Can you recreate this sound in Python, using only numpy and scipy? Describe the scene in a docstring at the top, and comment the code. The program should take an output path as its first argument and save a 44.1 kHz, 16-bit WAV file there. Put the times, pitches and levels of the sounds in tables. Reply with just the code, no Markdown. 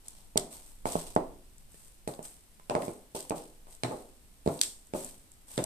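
"""In a small bare room, someone in stiletto heels steps to and fro on a laminate floor near the microphones.
Each knock is a damped thud of the board, a noise burst from the hard heel tip, two wall reflections
and a ring of reverberant noise and decaying floor modes. Between steps the sliding soles hiss as grainy,
filtered noise, and the shoes snap in short bursts of slips. A faint hiss and a deep rumble lie beneath."""
import sys
import numpy as np
from scipy import signal
from scipy.fft import rfft, irfft, next_fast_len
from scipy.io import wavfile
from scipy.ndimage import uniform_filter1d

SR = 44100
rng = np.random.default_rng(int(sys.argv[2]) if len(sys.argv) > 2 else 0)


def transcribe(u):
    """Save the signal u as a 16-bit wav file named by the first command-line argument.

    u: samples, shape (n,) or (channels, n), limited to [-1, 1]; the rate is SR.
    q: integer samples, one column per channel.
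    """
    v = np.clip(np.atleast_2d(u).T, -1, 1)
    q = np.round(v * 32767).astype(np.int16)
    wavfile.write(sys.argv[1], SR, q)


N = 249165
TIME = np.arange(N) / SR
FIRST_ECHO_S = .011  # delay of the reflection from the nearest wall


def from_db(db):
    """Level to amplitude: 20 dB is a factor of ten."""
    return 10 ** (np.asarray(db) / 20)


def unit_rms(x, size=None):
    """Normalisation of power: rms 1 over the first `size` samples."""
    return x / np.sqrt(np.mean(x[..., :size] ** 2) + 1e-20)


def at_hz(points, hz):
    """Logarithmic pitch scale: interpolate a table over log frequency."""
    table = np.array(points)
    return np.interp(np.log(np.maximum(hz, 1)), np.log(table[:, 0]), table[:, 1])


def colour(x, spectrum):
    """Minimum-phase filtering: the folded cepstrum gives a causal response of the given magnitude."""
    size = 2 * next_fast_len(x.shape[-1] // 2 + 1024)
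    level_db = at_hz(spectrum, np.arange(size // 2 + 1) * SR / size)
    cepstrum = irfft(np.log(from_db(level_db)))
    # fold the negative times onto the positive ones
    cepstrum[1:size // 2] *= 2
    cepstrum[size // 2 + 1:] = 0
    response = np.exp(rfft(cepstrum))
    return irfft(rfft(x, size) * response)[..., :x.shape[-1]]


# correlation of left and right in a diffuse field: f/Hz, correlation [1]
CORRELATION = [(60, 0.69), (250, 0.86), (500, 0.79), (900, 0.14), (1500, 0.019), (15000, 0.027)]


def diffuse(size):
    """Diffuse-field coherence: noise from all sides, alike in the bass and nearly unrelated in the treble."""
    mid, side = rfft(rng.standard_normal((2, size)))
    alike = np.clip(at_hz(CORRELATION, np.arange(len(mid)) * SR / size), -1, 1)
    return irfft(np.sqrt(1 + alike) * mid + np.sqrt(1 - alike) * side * [[1], [-1]], size)


def from_the_right(x, pan_db):
    """Time and level difference: direct sound reaches the left later, and pan_db stronger than the right."""
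    left_lag_s = 0.000403
    t = TIME[:len(x)]
    left = np.interp(t - left_lag_s, t, x, left=0)
    return np.array([left, x]) * from_db([[pan_db / 2], [-pan_db / 2]])


def add(out, s, sound):
    """Superposition: sound pressures add from time s on."""
    part = out[:, round(s * SR):][:, :sound.shape[1]]
    part += sound[:, :part.shape[1]]


# reverberation time of the room: f/Hz, T60/s
ROOM_DECAY = [(80, 0.16), (210, 0.6), (560, .42), (1470, 0.4), (3880, 0.37), (8400, 0.46), (14000, 0.43)]


def room_tail(first_echo_s, early_db, early_s, size=26000):
    """Reverberation: dense reflections with resonant lows, each octave decaying at its own rate."""
    t = TIME[:size]
    noise = rfft(diffuse(size))
    octave = np.log2(np.clip(np.arange(noise.shape[1]) * SR / size, 62.5, 16000))
    # resonances make the spectrum lumpy, less so in the treble
    lumps_db = np.interp(octave, np.linspace(octave[0], octave[-1], 130), rng.normal(0, 3, 130))
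    lumps_db = lumps_db * np.interp(octave, np.log2([1000, 2500]), [1, .15])
    noise = noise * from_db(lumps_db)
    tail = 0
    for centre in np.arange(octave[0], octave[-1] + .5):
        band = irfft(noise * np.maximum(1 - abs(octave - centre), 0), size)
        tail = tail + band * from_db(-60 * t / at_hz(ROOM_DECAY, 2 ** centre))
    arrival = np.minimum(t / first_echo_s, 1) ** 4
    return tail * arrival * from_db(early_db * np.exp(-t / early_s))


def ring(hz, t60, size, phase=0):
    """Free vibration of a damped mode: a sine that loses 60 dB in t60."""
    t = TIME[:size]
    return np.sin(2 * np.pi * hz * t + phase) * from_db(-60 * t / t60)


def burst(envelope, spectrum, pan_db, scatter_db=2.0):
    """Impulsive noise: tiny uneven slips, partly reaching each microphone scattered by shoe and floor."""
    size = len(envelope)
    slips = rng.laplace(size=(3, size))
    # flatten the spectrum, so that only the given one colours the burst
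    for _ in range(3):
        slips = irfft(np.exp(1j * np.angle(rfft(slips * envelope))), size)
    slips = colour(slips * np.sqrt(envelope), spectrum)
    direct = from_the_right(slips[0], pan_db)
    scattered = from_db(scatter_db) * slips[1:]
    return unit_rms(direct + scattered, size=310)


# deep rumble: t/s, level/dB before the trim rumble_db
RUMBLE_LEVEL = [(0.0, -63.5), (0.68, -67), (0.88, -55), (2.72, -72), (4.06, -67.5), (4.88, -74),
                (5.05, -58.5), (5.32, -73.5), (5.65, -66)]
# spectrum of the still room's hiss: f/Hz, relative level/dB
QUIET_SPECTRUM = [(15, -5.5), (50, -8), (100, -20), (200, -20), (500, -29.5), (1300, -33.5), (3000, -33.5),
                  (6500, -36.5), (8400, -33), (10500, -35), (15000, -45.5)]


def quiet_room(quiet_db=-59, rumble_db=7.5):
    """Stationary and modulated noise: a faint steady hiss, and a deep rumble that comes and goes."""
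    swell = from_db(np.interp(TIME, *np.transpose(RUMBLE_LEVEL)) + rumble_db)
    rumble_spectrum = [(10, -15.5), (18, 2.5), (32, -12), (55, -21.5), (150, -27.5), (600, -96)]
    rumble = unit_rms(colour(diffuse(N), rumble_spectrum))
    hiss = unit_rms(colour(diffuse(N), QUIET_SPECTRUM))
    return swell * rumble + from_db(quiet_db) * hiss


def stroke(start_s, attack_s, hold_s, fade_db_per_s=123.5):
    """Envelope of sliding friction: the sole gathers speed, glides, stops, and the sound decays exponentially."""
    t = TIME - start_s
    fade_s = np.maximum(t - attack_s - hold_s, 0)
    return np.clip(t / attack_s, 0, 1) * from_db(-fade_db_per_s * fade_s)


# slides of a sole: start t/s, time to full speed t/s, time at full speed t/s,
#                   hiss level/dB, coarse grit relative to the hiss level/dB before the trim grit_db
SLIDES_OF_SOLES = [(.03, 0.028, 0.14, -60, 4), (0.499, 0.019, 0.045, -48.5, -0.5),
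                   (0.649, 0.015, 0.04, -56, -5), (0.851, .016, 0.11, -41, 2), (1.05, 0.01, .025, -51, 4),
                   (1.69, 0.047, 0.14, -58, -8), (2.073, 0.0056, .01, -47.5, -14),
                   (2.221, 0.02, 0.012, -45.5, -5), (2.76, 0.086, 0.013, -47.5, -2),
                   (3.145, 0.0072, 0.013, -42, 3.5), (3.345, 0.015, 0.012, -48.5, 2),
                   (3.67, 0.046, 0.0089, -55, -2.5), (3.83, 0.011, 0.15, -55.5, 0.5),
                   (4.45, 0.016, 0.19, -49.5, -2), (4.935, 0.02, 0.091, -43.5, -3),
                   (5.465, 0.043, 0.17, -48, -3.5)]
# spectrum of the fine friction hiss: f/Hz, relative level/dB
HISS_SPECTRUM = [(3000, -13.5), (5500, -10.5), (7200, -5.5), (8400, 5.5), (9500, -3), (11000, -11.5),
                 (13500, -13.5), (15000, -51)]
# spectrum of the coarse grit: f/Hz, relative level/dB
GRIT_SPECTRUM = [(400, 5), (900, 13.5), (1600, -9.5), (2800, 4.5), (4000, 6.5), (5500, 5.5), (7500, 1.5),
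                 (11000, -30)]


def soles(creep_db=-67.5, grit_db=-8.0, direct_db=1):
    """Sliding friction: soles catch on countless specks, a grainy hiss with coarser grit under more weight."""
    # soles under load never quite rest: a faint creep underlies all slides
    hiss_power = grit_power = from_db(creep_db) ** 2
    for start_s, attack_s, hold_s, level_db, coarse_db in SLIDES_OF_SOLES:
        power = (from_db(level_db) * stroke(start_s, attack_s, hold_s)) ** 2
        hiss_power = hiss_power + power
        grit_power = grit_power + power * from_db(coarse_db) ** 2
    flutter = unit_rms(uniform_filter1d(rng.standard_normal(N), size=130))
    grain = from_db(5 * np.minimum(flutter, 2))
    # the direct sound is grainy, the room's share smooth
    friction = from_db(direct_db) * unit_rms(diffuse(N) * grain) + unit_rms(diffuse(N))
    hiss = np.sqrt(hiss_power) * unit_rms(colour(friction, HISS_SPECTRUM))
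    coarse = unit_rms(colour(diffuse(N) * np.sqrt(grain), GRIT_SPECTRUM))
    return hiss + from_db(grit_db) * np.sqrt(grit_power) * coarse


# shoe snaps, before the trims in snaps(): t/s, level/dB, lift below 6 kHz level/dB,
#                                          room relative to the snap level/dB
SHOE_SNAPS = [(0.0821, -39.5, -16, -15.5), (0.3743, -19, -2, -19.5), (.921, -37.5, -12, -21),
              (1.151, -49, -25, -34), (1.581, -55.5, -19, -19), (2.0762, -45, -24, -20),
              (2.137, -53.5, 13, -22), (2.227, -47, -17, -15), (2.717, -53, -10, -2),
              (3.205, -41.5, -8, -11), (3.2953, -37, -10, -18), (3.749, -51.5, -9, -19),
              (4.59, -48, 8, -28), (4.613, -19, -1.5, -11), (4.869, -56.5, -25, -9.5),
              (5.045, -39, -42, -27), (5.3163, -54, -19, -9), (5.639, -31, -10.5, -17)]
# spectrum of a snap before the lift: f/Hz, relative level/dB
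SNAP_SPECTRUM = [(600, -25.5), (1500, -16), (2400, -13.5), (3400, -3.5), (4700, -2.5), (6500, -2.5),
                 (8400, 7.5), (9800, -4.5), (11000, -10), (15000, -24.5)]


def snaps(snap_db=1.5, lift_trim_db=4.5, room_db=-5.5, size=900):
    """Stick-slip: a sticking shoe lets go in tiny slips a few ms long, and a wall throws the burst back."""
    out, t = np.zeros((2, N)), TIME[:size]
    for s, level_db, lift_db, wet_db in SHOE_SNAPS:
        spectrum = [(hz, db + (lift_db + lift_trim_db) * (hz < 6000)) for hz, db in SNAP_SPECTRUM]
        snap = burst(t * np.exp(-t / .0017), spectrum, pan_db=1.5)
        tail = unit_rms(colour(room_tail(FIRST_ECHO_S, 10.5, 0.16), spectrum), size=2200)
        gain = from_db(level_db + snap_db)
        add(out, s - .0003, gain * snap)
        add(out, s, gain * from_db(wet_db + room_db) * tail)
        add(out, s + rng.uniform(.020, .024), gain * from_db(wet_db) * snap)
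    return out


# ring of the whole floor, before small random shifts: f/Hz, relative level/dB, T60/s
MODES_OF_FLOOR = [(122.4, -5, 0.1), (165.5, -12, 0.28), (253, -21, 0.59), (347, -13.5, 0.31),
                  (403, -14, 0.41), (597, -2.5, 0.12), (812, -13, 0.16), (868, -1.5, 0.071)]
# spectrum of the reverberant boom, before the tilt: f/Hz, relative level/dB
BOOM_SPECTRUM = [(40, -48), (80, -2), (125, -2.5), (300, 1.5), (450, 3), (650, 4.5), (850, 0), (1050, -4.5),
                 (1500, -18), (2500, -66.5), (5000, -94.5)]


def boom(pitch_hz, spot_hz, spot_db, modes_db=-5, tilt_db=3.0, spot_t60=0.2, size=26000):
    """Modal excitation: each spot on the floor favours one mode, and a sharper knock the higher pitches."""
    tilt = tilt_db * np.log2(pitch_hz / 530)
    spectrum = [(hz, db + tilt * np.log2(min(hz, 1000) / 400)) for hz, db in BOOM_SPECTRUM]
    air = unit_rms(colour(room_tail(FIRST_ECHO_S, 13.5, 0.012), spectrum), size=2200)
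    build_up = np.minimum(TIME[:size] / FIRST_ECHO_S, 1) ** 2
    modes = 0
    for hz, db, t60 in MODES_OF_FLOOR:
        gain = from_db(db + rng.normal(0, 1.65))
        modes = modes + gain * ring(hz * rng.normal(1, 0.0067), t60, size, rng.uniform(0, 2 * np.pi))
    modes = from_db(modes_db) * unit_rms(modes * build_up, size=2200)
    spot = from_db(spot_db) * unit_rms(build_up * ring(spot_hz, spot_t60, size), size=2200)
    return unit_rms(air + spot + modes, size=2200)


# spectrum of the heel tip, before the peak at its own pitch: f/Hz, relative level/dB
TICK_SPECTRUM = [(700, -10.5), (1300, 5), (2200, 6), (3000, 1), (4200, 1), (5500, -3), (7000, -4),
                 (8400, 6), (10500, -13), (15000, -32.5)]


def tick(pitch_hz, peak_db=7.0, width_octaves=0.13, room_db=-13, size=900):
    """Hard contact with resonance: the heel tip crunches briefly on the varnish, and the heel rings with it."""
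    hz = np.geomspace(700, 15000, 50)
    peak = peak_db * np.exp(-(np.log2(hz / pitch_hz) / width_octaves) ** 2)
    spectrum = np.c_[hz, at_hz(TICK_SPECTRUM, hz) + peak]
    tail = colour(room_tail(FIRST_ECHO_S, 40.0, 0.0059), spectrum)
    out = from_db(room_db) * unit_rms(tail, size=2200)
    out[:, :size] += burst(np.exp(-TIME[:size] / .005), spectrum, pan_db=-2)
    return out


# modes of the board under the heel: multiple of the thud pitch [1], relative level/dB, T60/s
BOARD_MODES = [(.42, -15.5, 0.033), (1.0, 22, 0.0044), (1.6, -16, 0.018)]


def thud(pitch_hz, return_s=0.004664, return_db=-9.0, softness=1.93, low_cut_hz=105, size=2000):
    """Damped bending: the heel pushes the board down, it swings back, and the wave returns from its edge."""
    t = TIME[:size]
    swing = -sum(from_db(db) * ring(ratio * pitch_hz, t60, size) for ratio, db, t60 in BOARD_MODES)
    # the soft contact removes the treble
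    contact = signal.butter(4, min(softness * pitch_hz, 1400), fs=SR, output="sos")
    swing = signal.sosfilt(contact, swing)
    swing = swing + from_db(return_db) * np.interp(t - return_s, t, swing, left=0)
    # a small board radiates little bass
    radiation = signal.butter(2, low_cut_hz, "high", fs=SR, output="sos")
    return unit_rms(signal.sosfilt(radiation, swing), size=310)


# heel and sole knocks, before the trims in steps(): t/s, thud level/dB, thud f/Hz, tick level/dB, tick f/Hz,
#   ring of floor and room relative to the thud level/dB, floor mode under the foot f/Hz,
#   that mode relative to the reverberant part of the ring level/dB
KNOCKS = [(.358, -25, 477, -55.5, 4220, -11.5, 389.4, 0.5), (0.3714, -29.5, 580, -44, 2180, -14, 610, -6),
          (0.856, -25, 790, -45, 2240, -14, 695, -4), (.955, -22, 630, -52.5, 2700, -17.5, 166.6, -4),
          (1.1634, -16.5, 690, -43, 1940, -15.5, 313.5, -6.5),
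          (1.744, -55.5, 440, -64.5, 2400, -15, 154, 6), (2.076, -29.5, 534, -45.5, 4250, -12.5, 122, -10),
          (2.192, -36.5, 580, -63.5, 2400, -16.5, 157, -9.5), (2.598, -53.5, 1110, -63, 2200, -21, 1010, 6),
          (2.6979, -30, 720, -39.5, 2690, -4.5, 590, -12),
          (2.7519, -23, 740, -40.5, 2120, -8.5, 394, -14.5), (2.822, -44.5, 497, -47, 2020, 0.5, 256, -2),
          (2.8812, -30.5, 474, -53, 2330, -13, 340, -2), (3.1488, -35.5, 547, -66, 4260, -8, 396, -2),
          (3.3074, -27, 570, -44.5, 2470, -9.5, 612, -17), (3.67, -56, 960, -68, 2440, -8.5, 642, -9),
          (3.835, -29.5, 630, -33, 3980, -5, 124, -3.5), (3.9118, -34.5, 627, -57, 2420, -5.5, 624, -8),
          (4.462, -24.5, 424, -51, 4260, -13.5, 276, -9),
          (4.4757, -19.5, 395, -44.5, 4000, -16.5, 148.6, -5.5),
          (4.9369, -30, 504, -47, 2500, -6, 615.4, -3.5), (5.5781, -26, 365, -35, 3570, -7, 129, -7)]


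def steps(boom_db=1.5, tick_db=3.0, lead_s=.0004, wall_db=-4.5):
    """Impact, reflection and reverberation: thud, tick, slaps from the two nearest walls, and the ring."""
    out = np.zeros((2, N))
    for s, level_db, pitch_hz, hard_db, tick_hz, ring_db, spot_hz, spot_db in KNOCKS:
        knock = thud(pitch_hz)
        add(out, s - lead_s, from_db(level_db) * from_the_right(knock, pan_db=-3.0))
        for wall_s in (FIRST_ECHO_S, rng.uniform(.02, .03)):
            spreading = FIRST_ECHO_S / wall_s  # the longer path is the weaker one
            slap = spreading * from_db(level_db + ring_db + wall_db) * knock
            add(out, s + wall_s, np.array([slap, slap]))
        add(out, s, from_db(level_db + ring_db + boom_db) * boom(pitch_hz, spot_hz, spot_db))
        add(out, s - lead_s, from_db(hard_db + tick_db) * tick(tick_hz))
    return out


def scene():
    """Superposition of the quiet room, sliding soles, shoe snaps and steps."""
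    return quiet_room() + soles() + snaps() + steps()


def record(dry, cutoff_hz=14600):
    """Frequency response and band limit: the left microphone is brighter at the very top; the top is cut."""
    left = colour(dry[0], [(1000, -0.5), (9000, -1.5), (12000, 6.0), (15000, 8.0)])
    right = colour(dry[1], [(1000, 0.0), (9000, -1.0), (12000, 1.5), (15000, 5.5)])
    low_pass = signal.ellip(10, .2, 80, cutoff_hz, fs=SR, output="sos")
    return signal.sosfilt(low_pass, [left, right])


dry = scene()
out = record(dry)
transcribe(out)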